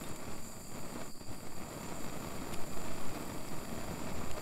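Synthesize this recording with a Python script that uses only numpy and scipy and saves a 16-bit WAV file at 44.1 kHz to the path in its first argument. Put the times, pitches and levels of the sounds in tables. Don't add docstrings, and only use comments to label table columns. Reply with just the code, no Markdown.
import sys
import numpy as np
from scipy import signal
from scipy.fft import rfft, irfft
from scipy.io import wavfile

SR = 44100
rng = np.random.default_rng(int(sys.argv[2]) if len(sys.argv) > 2 else 0)


def pcm_store(signal):
    levels = np.round(np.clip(np.atleast_2d(signal), -1, 1) * 32767)
    wavfile.write(sys.argv[1], SR, levels.astype(np.int16).T)


N = 194743
T = np.arange(N) / SR
HZ = np.maximum(np.arange(N // 2 + 1) * SR / N, 1e-3)

# t/s, relative level/dB
ROAR_LEVEL = [(0, -49), (.33, -50), (.65, -54.5), (.82, -51.5), (1.02, -47), (1.11, -56.5), (1.25, -57),
              (1.29, -52), (1.52, -52), (1.8, -47.5), (2.5, -46.5), (2.64, -47.5), (3.15, -46),
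              (3.55, -48.5), (3.87, -45.5), (4.42, -46.5)]
# t/s, change/dB, half length/s
ROAR_FLARES = [(0.37, -2, 0.022), (.775, 5.5, .018), (0.95, 2.5, .01), (1.13, -7, .014), (1.194, -5, .01),
               (1.208, 3, .01), (1.255, -2, 0.012), (3.17, 1.5, 0.011), (4.379, 4, 0.01)]
# f/Hz, relative level/dB
ROAR_SPECTRUM = [(25, -9), (75, -3.5), (130, -2.5), (205, 0), (330, -3), (460, -8), (1000, -15),
                 (1400, -14), (1700, -19.5), (2500, -17.5), (2900, -26.5), (4500, -21), (8000, -34.5),
                 (16000, -47)]
# f/Hz, width/Hz, boost/dB
FRAME_RESONANCES = [(647, 104, 6), (924, 100, 5), (1166, 132, 6), (1840, 230, 3.5), (2200, 360, 3),
                    (2660, 156, 4.5), (3234, 300, 6.5), (3810, 72, 3.5), (5700, 180, 3.5)]


def flame(full_roar_db=-47, billow_db=-49, crackle_db=-55.5, puffs_per_s=1100):
    roar_db, = curves(ROAR_LEVEL)
    ease_db = roar_db - full_roar_db
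    drive_db = ease_db + sum(db * swell(s, half_s) for s, db, half_s in ROAR_FLARES)
    puff_sizes = undb(2.5 * np.minimum(rng.exponential(size=N), 5))
    puffs = puff_sizes * (rng.random(N) < puffs_per_s / SR)
    eddies = noise() * undb(2.5 * drift(hz=147))
    burning = eddies + undb(-.5) * unit(puffs - puffs.mean())
    flutter = undb((.7 - .1 * ease_db) * drift(hz=25))
    boosts = [1 + (undb(db) - 1) * resonance(hz, width_hz) for hz, width_hz, db in FRAME_RESONANCES]
    roar = through(burning * flutter, colour(ROAR_SPECTRUM) * np.prod(boosts, axis=0))
    lows, highs = below(252), 1 - below(1350)
    billow = through(roar, lows) * undb(1.5 * drift(hz=14))
    body = through(roar, 1 - lows - highs)
    crackle = through(roar, highs) * undb(1.47 * drift(hz=125))
    return (unit(billow) * undb(billow_db + .62 * drive_db)
            + unit(body) * undb(full_roar_db - 1 + drive_db)
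            + unit(crackle) * undb(crackle_db + .99 * drive_db))


# t/s, relative level/dB
HISS_LEVEL = [(0, -53.5), (.24, -56.5), (.48, -55), (1.05, -56), (1.23, -60.5), (1.33, -56.5), (1.5, -57.5),
              (1.78, -55), (4.42, -56)]
# t/s, aim/0-1
NOZZLE_AIM = [(0, 0.03), (1.0, 0), (1.9, .15), (2.3, 0.9), (3.8, 1), (4.1, 0.4), (4.42, 0.8)]
# f/Hz, nominal width/Hz, gain aslant/dB, gain square on/dB
TUBE_RESONANCES = [(7175, 407, 0, -0.5), (7730, 216, -2.5, -3), (8400, 330, -6.5, -8),
                   (8980, 670, -13.5, -10.5), (9820, 450, -7, -18.5), (10200, 260, -16, -5),
                   (10770, 410, -16.5, -11), (11700, 760, -19, -18.5), (12500, 790, -13.5, -12),
                   (12900, 530, -12.5, -10), (13700, 850, -15, -20), (15050, 700, -23, -16.5)]


def gas_jet(ring_hz=4680, ring_db=-63.5, lift_below_db=-51.5, widen=1.39):
    hiss_db, = curves(HISS_LEVEL)
    roar_db, = curves(ROAR_LEVEL)
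    aim, = curves(NOZZLE_AIM)
    hiss = undb(-25) * through(noise(), 1 - below(6800, order=12))
    for hz, width_hz, aslant_db, square_db in TUBE_RESONANCES:
        gain = undb(aslant_db + aim * (square_db - aslant_db) + 1.35 * drift(hz=8.9))
        hiss += gain * noise_band(hz, widen * width_hz)
    lifted = np.clip((lift_below_db - roar_db) / 5, 0, 1)
    ring = unit(noise_band(ring_hz, widen * 260)) * undb(ring_db + 3.5 * lifted)
    flicker = undb(.73 * drift(hz=84))
    return (unit(hiss) * undb(hiss_db + .5) + ring) * flicker


# t/s, relative level/dB, decay/s, centre f/Hz, nominal width/Hz
RUST_CRACKS = [(.038, -40, 0.0046, 3640, 10), (.037, -44, .005, 10400, 200), (.088, -40, .004, 10400, 4000),
               (.160, -38.5, 0.0035, 8500, 5000), (2.5305, -38, .002, 4500, 4000),
               (2.5345, -41, .002, 10800, 4000), (2.538, -32, .0018, 10700, 4500),
               (2.5395, -35, .003, 2500, 3300), (2.5437, -27.5, .0008, 3000, 9200),
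               (3.4868, -36, .001, 5200, 300), (4.3138, -26, 0.00077, 4000, 9000)]
# f/Hz, width/Hz, gain/dB
BRACKET_RESONANCES = [(2330, 1400, 11.5), (3640, 220, -6), (4770, 560, 0), (7000, 530, 7), (9850, 1600, 4)]


def rust_ticks(gain_db=-6, snap_db=9, dull_hz=12900):
    bracket = sum(undb(db) * resonance(hz, width_hz) for hz, width_hz, db in BRACKET_RESONANCES)
    bracket *= below(dull_hz, order=16)
    ticks = np.zeros(N)
    for s, db, decay_s, hz, width_hz in RUST_CRACKS:
        crack = noise() * (T >= s) * np.exp(-np.abs(T - s) / decay_s)
        crack[int(s * SR)] += undb(snap_db)
        response = unit(bracket * resonance(hz, width_hz) ** .5)
        ticks += undb(db + gain_db) * through(crack, response)
    return ticks


# t/s, relative level/dB
BREEZE_LEVEL = [(0, -54.5), (1.1, -52.5), (2.25, -56), (2.75, -44.5), (3.15, -51.5), (4.42, -49.5)]
# f/Hz, relative level/dB
WIND_SPECTRUM = [(1, -8), (2.5, 4.5), (4.2, -2), (7, -3), (12, -18.5), (24, -30), (50, -45), (150, -57),
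                 (600, -100)]
# t/s, level/dB, half length/s
MIC_GUSTS = [(0.307, -54, 0.029), (1.3, -46, .02), (2.933, -52, .03), (3.096, -51, 0.04),
             (3.898, -43, 0.052), (4.19, -47, 0.093), (4.33, -39, 0.022)]


def wind(sway_gain_db=15.5, buffet_hz=85):
    breeze_db, = curves(BREEZE_LEVEL)
    sway = unit(through(noise(), colour(WIND_SPECTRUM))) * undb(breeze_db + sway_gain_db)
    gusts = sum(undb(db) * swell(s, half_s) for s, db, half_s in MIC_GUSTS)
    return sway + gusts * unit(noise_band(buffet_hz, 95))


def undb(db):
    return 10 ** (np.asarray(db) / 20)


def unit(x):
    return x / np.sqrt(np.mean(np.abs(x) ** 2))


def curves(table):
    s, *columns = np.transpose(table)
    return [np.interp(T, s, column) for column in columns]


def swell(s, half_s):
    return np.exp(-((T - s) / half_s) ** 2)


def noise():
    return rng.standard_normal(N)


def noise_band(hz, width_hz):
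    return through(noise(), resonance(hz, width_hz) ** 2)


def drift(hz):
    return unit(through(noise(), below(hz, order=2)))


def through(x, response):
    return irfft(rfft(x) * response, N)


def colour(points):
    hz, db = np.transpose(points)
    gain = undb(np.interp(np.log(HZ), np.log(hz), db))
    cepstrum = irfft(np.log(gain), N)
    cepstrum[1:N // 2] *= 2
    cepstrum[N // 2:] = 0
    return np.exp(rfft(cepstrum))


def resonance(hz, width_hz):
    return 1 / (1 + 1j * (HZ ** 2 - hz ** 2) / (HZ * width_hz))


def below(hz, order=4):
    return 1 / (1 + (HZ / hz) ** order)


def scene():
    return (flame() + gas_jet() + rust_ticks() + wind())[None]


def record(dry, top_hz=15700):
    return signal.sosfilt(signal.ellip(12, .1, 80, top_hz, fs=SR, output="sos"), dry)


dry = scene()
out = record(dry)
pcm_store(out)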